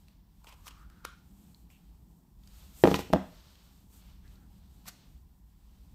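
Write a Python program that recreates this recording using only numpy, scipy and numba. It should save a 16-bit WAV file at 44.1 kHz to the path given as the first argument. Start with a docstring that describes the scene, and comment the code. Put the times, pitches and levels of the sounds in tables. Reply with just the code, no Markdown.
"""A cardboard box drops on a table, bounces and settles, its contents rattling: each impact flexes a panel
and excites the damped modes of box and table top. Beforehand a bottle is worked out of the tight box, its
friction noise filtered by a hollow of rising pitch; afterwards its cap is pulled off. The plastic ticks by
resonance and rasps by stick-slip. Jacket cloth rustles with the arms, ventilation and far traffic rumble
under microphone hiss, and the quiet room reverberates briefly."""
import sys
import numpy as np
from scipy import signal
from scipy.fft import rfft, irfft
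from scipy.io import wavfile
from scipy.ndimage import uniform_filter1d
from numba import njit

SR = 44100
rng = np.random.default_rng(int(sys.argv[2]) if len(sys.argv) > 2 else 0)


def dump_mix(stems):
    """Bounce the given channels to the path in sys.argv[1] as a 16-bit WAV at rate SR."""
    frames = np.atleast_2d(stems).T  # one column per channel
    limited = np.clip(frames, -1, 1)  # hard clip at full scale
    pcm = np.round(limited * 32767).astype(np.int16)
    wavfile.write(sys.argv[1], SR, pcm)


N = 261954
T = np.arange(N) / SR

# Impacts of the box: t/s, peak level/dB, contact time/ms, panel f/Hz, crack level/dB re impact
IMPACTS = [(2.838, 0, 1.21, 340, -16), (2.8458, -8.5, 0.87, 380, -25.5), (2.854, -6.5, 0.84, 499.8, -24.5),
           (2.874, -6, 0.91, 419, -21.5), (2.8846, -15, 0.76, 391, -29.5),
           (2.9022, -21.5, 0.62, 450, -31.5), (2.9148, -10.5, 0.87, 406, -20.5),
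           (2.9425, -13, 0.6, 990, -5), (2.956, -26, 0.44, 601, -8.5), (2.9669, -28.5, 1, 497.6, -11),
           (2.992, -20.5, 0.96, 700, -15), (3.1022, -28.5, 1.4, 200, -27),
           (3.1295, -17.5, 1.43, 600, -11.5), (3.1346, -6, 0.82, 618, -18.5),
           (3.1463, -12.5, 1.48, 209.7, -29.5), (3.151, -15.5, 1.15, 613, -28),
           (3.161, -14.5, 0.81, 205, -27)]
# Modes of box and table top: f/Hz, relative level/dB, T60/s
BOX_MODES = [(87, 12, 0.1), (145, 5, 0.071), (184.7, 17, 0.08), (270.9, 16.5, 0.064), (351, 4.5, 0.06),
             (450, 5.5, 0.096), (499, 1.5, 0.026), (622, -6.5, .06), (682, -2.5, 0.019), (810, -5, 0.14),
             (920, -9.5, 0.036), (1231, -7.5, .03), (1600, -13.5, 0.052), (1950, -6, .025),
             (2900, -6.5, 0.018), (4360, -6.5, .012)]
# Plastic ticks: t/s, peak level/dB, f/Hz, decay time/ms, snap level/dB re tone, knock level/dB re tone
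PLASTIC_TICKS = [(0.083, -50.5, 3000, 1.6, -5, -32), (.444, -45, 900, 2.2, -8, -23),
                 (0.469, -44.5, 2720, 5.2, -21, -5.5), (.487, -82, 2400, 2., -30, -21),
                 (0.524, -47, 2530, 5.9, -1, 4), (0.668, -37.5, 1140, 2.9, 0, -32),
                 (0.679, -37, 3050, 1.16, -10, -12), (0.706, -46.5, 2750, 6.6, -25, -13),
                 (0.899, -50.5, 1360, 3.1, -6, -30), (1.05, -26.5, 1530, 2.1, -8, -7.5),
                 (1.546, -47.5, 4060, 0.97, -35, -38), (1.7017, -53, 2420, 1.9, -19, -10),
                 (2.435, -54.5, 3520, 2, -13, -42), (2.474, -48, 4700, 2.1, 1, -28),
                 (3.554, -51, 3164, 2.5, -9.5, -40), (4.278, -54, 4630, 1.8, -23, -40),
                 (4.355, -56.5, 4030, 5., -14, -37), (4.855, -49.5, 1000, 3.6, -10, -28),
                 (4.872, -51, 4200, 2.2, 0, -22), (4.886, -33, 1488, 3.07, 11, -15)]
# Plastic rasping as it slips, and the contents rattling as the box bounces (2.859 to 2.992 s):
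# t/s, level/dB, rise/ms, hold/ms, fall/ms, treble level/dB re level
RASPS_AND_RATTLES = [(.44, -79, 10, 56, 10, 5), (.47, -68.5, 6.6, 71, 14, -4.5),
                     (0.684, -55, 40, 3, 6.8, 2.5), (.706, -89, 25, 1, 72, -8),
                     (1.049, -47, 6, 2.8, 3.2, -18), (2.859, -48, 3, 72, 22, -5),
                     (2.95, -42, 3, 12.3, 21.6, -8), (2.992, -47.5, 20, 1.3, 55, -3),
                     (4.867, -59, 11, 9, 3.5, -3), (4.88, -51, 12.3, 5.6, 13.5, 3.5),
                     (4.892, -49.5, 2.65, 3, 7.5, -7)]
# Tugs on the bottle in the box: t/s, level/dB, rise/ms, hold/ms, fall/ms
BOTTLE_TUGS = [(.476, -57.5, 51, 5, 160), (.66, -57, 5.4, 15, 106), (.822, -61.5, 240, 5.4, 71),
               (.9, -69.5, 8, 180, 29), (1.045, -59.5, 18, 33, 130), (1.12, -63, 30, 20, 30)]
# Scrapes of card and cap: t/s, level/dB, rise/ms, hold/ms, fall/ms, resonance f/Hz
SHORT_SCRAPES = [(.475, -62.5, 8.8, 55, 16, 2480), (1.055, -59, 3, 12, 89, 3440),
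                 (1.715, -70.5, 15, 46, 40, 2660), (4.25, -71.5, 25, 34, 30, 1710),
                 (4.36, -79, 80, 90, 71, 1470)]
# Rustle of sleeves and hands: t/s, fold level/dB, weave level/dB
CLOTH_LEVELS = [(0, -75, -75.5), (.1, -73.5, -78.5), (.24, -84, -85.5), (.45, -77, -74), (.78, -70, -75.5),
                (.89, -79, -81), (.93, -73.5, -77), (1.22, -79, -79), (1.38, -76.5, -71),
                (1.58, -77, -72.5), (1.69, -80, -80), (1.71, -70, -66.5), (1.76, -77, -75),
                (1.85, -76.5, -79), (2.2, -86, -78), (2.36, -85, -83), (2.49, -71, -68.5),
                (2.6, -63.5, -63.5), (2.72, -67.5, -66.5), (2.82, -63.5, -53), (3.102, -83, -67),
                (3.35, -64.5, -71), (3.69, -68.5, -72), (3.89, -77, -75.5), (3.94, -67.5, -62),
                (4.0, -69, -64.5), (4.03, -68, -71), (4.11, -67.5, -73.5), (4.21, -77.5, -80),
                (4.32, -71, -72.5), (4.46, -79.5, -79), (4.59, -74, -77), (4.84, -74.5, -73),
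                (5.04, -66.5, -73.5), (5.2, -80, -79), (5.41, -86, -81.5), (5.67, -76.5, -77),
                (5.94, -76, -77)]
# Spectrum of rustling folds: f/Hz, relative level/dB
FOLD_SPECTRUM = [(600, -2.5), (1200, -2.5), (2000, -9), (3000, -6.5), (4500, -7), (6500, -12.5),
                 (9000, -33.5)]
# Treble spectrum of the weave, rasps and rattles: f/Hz, relative level/dB
TREBLE_SPECTRUM = [(4500, -15), (6300, -4), (8000, 1), (10000, -6.5), (11500, -6), (13000, 2.5),
                   (15500, -9)]
# Reverberation time of the room: f/Hz, T60/s
ROOM_DECAY = [(100, 0.65), (300, 0.26), (1000, 0.34), (3000, 0.57), (8000, 0.43), (15000, 0.17)]
# Spectrum of ventilation and far traffic: f/Hz, relative level/dB
VENTILATION_SPECTRUM = [(12, -36.5), (24, -17), (38, -6.5), (54, 1), (112, -17), (202, -14), (232, -26),
                        (259, -23), (320, -29), (536, -43.5), (851, -36.5), (1050, -45.5), (1400, -52),
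                        (1820, -86), (3080, -120)]
# Course of the deep rumble: t/s, level/dB
RUMBLE_LEVELS = [(0, -61), (.43, -58), (1.4, -61), (2.0, -57.5), (2.27, -67), (2.4, -57), (3.6, -60.5),
                 (4.3, -57.5), (4.75, -58.5), (5.25, -54.5), (5.5, -60), (5.94, -55)]
# Spectrum of microphone hiss: f/Hz, relative level/dB
HISS_SPECTRUM = [(590, -25.5), (1000, 2), (1320, -15), (1810, -8), (2560, -18), (5700, -10), (6700, -24),
                 (14600, -8.5), (16000, -5)]
# Spectra of an impact's crack and of the rasps and rattles: f/Hz, relative level/dB
CRACK_SPECTRUM = [(1000, 1.5), (2500, 1), (4300, -4), (7000, -17.5), (15000, -21.5)]
RASP_RATTLE_SPECTRUM = [(300, -27), (600, -5.5), (1200, -3.5), (1900, -3.5), (2700, -6.5), (4200, -4),
                        (6000, -7), (8000, -28)]


def box_impacts(panel_t60=0.036, crack_decay_ms=2.2):
    """Impact excitation: a force pulse rings the panel and the modes; longer contact sounds duller."""
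    out, t = np.zeros(N), np.arange(SR // 4) / SR
    for start, db, contact_ms, panel_hz, crack_db in IMPACTS:
        force = np.sin(np.pi * np.clip(t * 1000 / contact_ms, 0, 1)) ** 2
        jolt = np.gradient(force)  # radiation follows the change of the force
        spot_db = 1.4 * rng.standard_normal(len(BOX_MODES))  # each contact point favours other modes
        modes = sum(undb(mode_db + offset_db) * damped_mode(jolt, hz, t60)
                    for (hz, mode_db, t60), offset_db in zip(BOX_MODES, spot_db))
        panel = np.gradient(damped_mode(jolt, panel_hz, panel_t60)) * SR / (2 * np.pi * panel_hz)
        body = -panel - undb(-24 - 1.14 * db) * modes  # weaker impacts leave the modes a larger share
        crack = colour(rng.standard_normal(len(t)), CRACK_SPECTRUM) * np.exp(-t * 1000 / crack_decay_ms)
        add(out, start, undb(db) * (body / abs(body).max() + undb(crack_db) * crack))
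    return out


def plastic_ticks(snap_hz=4500, knock_hz=480):
    """Transient resonance: a noise burst excites a tone in the plastic, a broad snap and a box knock."""
    out, t = np.zeros(N), np.arange(SR // 16) / SR
    for start, db, hz, decay_ms, snap_db, knock_db in PLASTIC_TICKS:
        tau = decay_ms / 1000
        rise = np.minimum(t / (.3 * tau), 1)
        burst = rng.standard_normal(len(t)) * rise * np.exp(-t / tau)
        tone = unit(bandpass(burst, hz, q=4.5))
        snap = unit(bandpass(burst, snap_hz, q=.45))
        knock = unit(bandpass(burst, knock_hz, q=3.))
        tick = tone + undb(snap_db) * snap + undb(knock_db) * knock
        add(out, start, undb(db) * tick / abs(tick).max())
    return out


def rasps_and_rattles():
    """Dense contacts merge into noise: plastic rasps as it slips, contents rattle as the box bounces."""
    grains = grainy_noise(1.8)
    gains = stroke_envelopes(RASPS_AND_RATTLES) * undb(2.7 * wander(150))
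    treble_shares = undb([row[-1] for row in RASPS_AND_RATTLES])
    middle = gains.sum(axis=0) * colour(grains, RASP_RATTLE_SPECTRUM)
    treble = (treble_shares @ gains) * colour(grains, TREBLE_SPECTRUM)
    return middle + treble


def bottle_rubbing():
    """Cavity resonance: the hollow between bottle and box rises in pitch as they part."""
    hollow_hz = np.interp(T, [0.49, 0.92], [945, 1380])
    return stroke_envelopes(BOTTLE_TUGS).max(axis=0) * resonant_friction(hollow_hz)


def scrapes():
    """Sliding friction: each short scrape of card or cap drives one fixed resonance."""
    gains = stroke_envelopes(SHORT_SCRAPES)
    return sum(gain * resonant_friction(row[-1]) for gain, row in zip(gains, SHORT_SCRAPES))


def cloth_rustle(fold_hz=3400):
    """Friction of fabric: folds rustle brighter or duller as they turn; the fine weave hisses above."""
    times, folds_db, weave_db = np.transpose(CLOTH_LEVELS)
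    folds = colour(grainy_noise(1.6), FOLD_SPECTRUM)
    centre_hz = fold_hz * np.exp(.1 * wander(4))
    folds = unit(folds + 0.72 * bandpass(folds, centre_hz, q=1.1))
    folds_gain = undb(np.interp(T, times, folds_db) + wander(27))
    weave_gain = undb(np.interp(T, times, weave_db) + 1.2 * wander(30))
    weave = colour(grainy_noise(2.2), TREBLE_SPECTRUM)
    return folds_gain * folds + weave_gain * weave


def reverberation(x, level_db=-14, build_up_s=0.0073):
    """Diffuse field: noise bands half an octave apart each decay exponentially at their own rate."""
    t, tail = np.arange(SR) / SR, 0
    table_hz, table_t60 = np.transpose(ROOM_DECAY)
    for hz in 63 * 2 ** np.arange(0, 8.1, .5):
        t60 = np.interp(np.log(hz), np.log(table_hz), table_t60)
        tail += bandpass(rng.standard_normal(SR), hz, q=2.5) * undb(-60 * t / t60)
    tail *= np.clip(t / build_up_s, 0, 1)
    return undb(level_db) * signal.fftconvolve(x, tail / np.sqrt(np.sum(tail ** 2)))[:N]


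def ventilation(split_hz=110, drone_db=-63.5, swell_db=2.04):
    """Amplitude modulation: the rumble and higher drone of vents and far traffic swell independently."""
    noise = colour(rng.standard_normal(N), VENTILATION_SPECTRUM)
    deep = signal.sosfiltfilt(signal.butter(2, split_hz, fs=SR, output="sos"), noise)
    rumble_gain = undb(np.interp(T, *np.transpose(RUMBLE_LEVELS)) + swell_db * wander(4))
    drone_gain = undb(drone_db + swell_db * wander(4))
    return rumble_gain * unit(deep) + drone_gain * unit(noise - deep)


def microphone_hiss(level_db=-75):
    """Self-noise: a stationary, coloured Gaussian floor."""
    return undb(level_db) * colour(rng.standard_normal(N), HISS_SPECTRUM)


def resonant_friction(hz):
    """Source and filter: flickering friction noise heard through a hollow resonant at hz."""
    flicker = undb(1.2 * wander(40))
    band = bandpass(grainy_noise(1.1), hz, q=2.9)
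    return flicker * unit(bandpass(band, hz, q=2.9))


def grainy_noise(scatter_db):
    """Tiny random impulses of uneven size make a grainy noise; rms 1."""
    return unit(rng.standard_normal(N) * undb(scatter_db * np.minimum(rng.exponential(size=N), 5)))


def stroke_envelopes(table, edge_db=20):
    """Exponential growth and decay: each row is full from its time t; rise and fall span edge_db."""
    full_at, db, rise, hold, fall = np.transpose([row[:5] for row in table])[:, :, None]
    ms = (T - full_at) * 1000
    edges_below = np.maximum(-ms / rise, 0) + np.maximum((ms - hold) / fall, 0)
    return undb(db - edge_db * np.minimum(edges_below, 6))


def wander(rate_hz):
    """Random modulation: values held for 1 / rate_hz and smoothed; spread near 1."""
    hold = int(SR / rate_hz)
    steps = np.repeat(rng.standard_normal(N // hold + 1), hold)
    return 1.3 * uniform_filter1d(uniform_filter1d(steps, hold), hold)[:N]


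def damped_mode(x, hz, t60):
    """Damped harmonic oscillator driven by x; it falls 60 dB in t60 seconds."""
    pole = np.exp(2j * np.pi * hz / SR - np.log(1000) / (t60 * SR))
    return signal.lfilter([1], [1, -pole], x).imag


@njit
def bandpass(x, hz, q):
    """Second-order resonance with gain 1 at its centre, which may be fixed or moving."""
    y, band_state, low_state = np.empty(len(x)), 0., 0.
    for i, g in enumerate(np.tan(np.pi * hz * np.ones(len(x)) / SR)):
        band = (band_state + g * (x[i] - low_state)) / (1 + g * (g + 1 / q))
        band_state = 2 * band - band_state
        low_state += 2 * g * band
        y[i] = band / q
    return y


def colour(x, spectrum):
    """Spectral shaping by points of f/Hz, level/dB; rms 1."""
    hz, db = np.transpose(spectrum)
    f = np.fft.rfftfreq(len(x), 1 / SR) + 1
    gain = undb(np.interp(np.log(f), np.log(hz), db))
    return unit(irfft(rfft(x) * gain, len(x)))


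def undb(db):
    """Amplitude ratio of a level in decibels."""
    return 10 ** (np.asarray(db) / 20)


def unit(x):
    """Normalisation to rms 1."""
    return x / np.sqrt(np.mean(x ** 2))


def add(out, start_s, x):
    """Superposition of x on out from start_s."""
    i = int(start_s * SR)
    out[i:i + len(x)] += x[:len(out) - i]


def scene():
    """Linear superposition of box and bottle, their reverberation, the cloth and the background."""
    handling = box_impacts() + plastic_ticks() + rasps_and_rattles() + bottle_rubbing() + scrapes()
    return (handling + reverberation(handling) + cloth_rustle() + ventilation() + microphone_hiss())[None]


def record(dry, cutoff_hz=15500):
    """Soft saturation rounds the loudest peaks; a steep low-pass cuts the top."""
    return signal.sosfilt(signal.ellip(10, .2, 80, cutoff_hz, fs=SR, output="sos"), np.tanh(dry))


dry = scene()
out = record(dry)
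dump_mix(out)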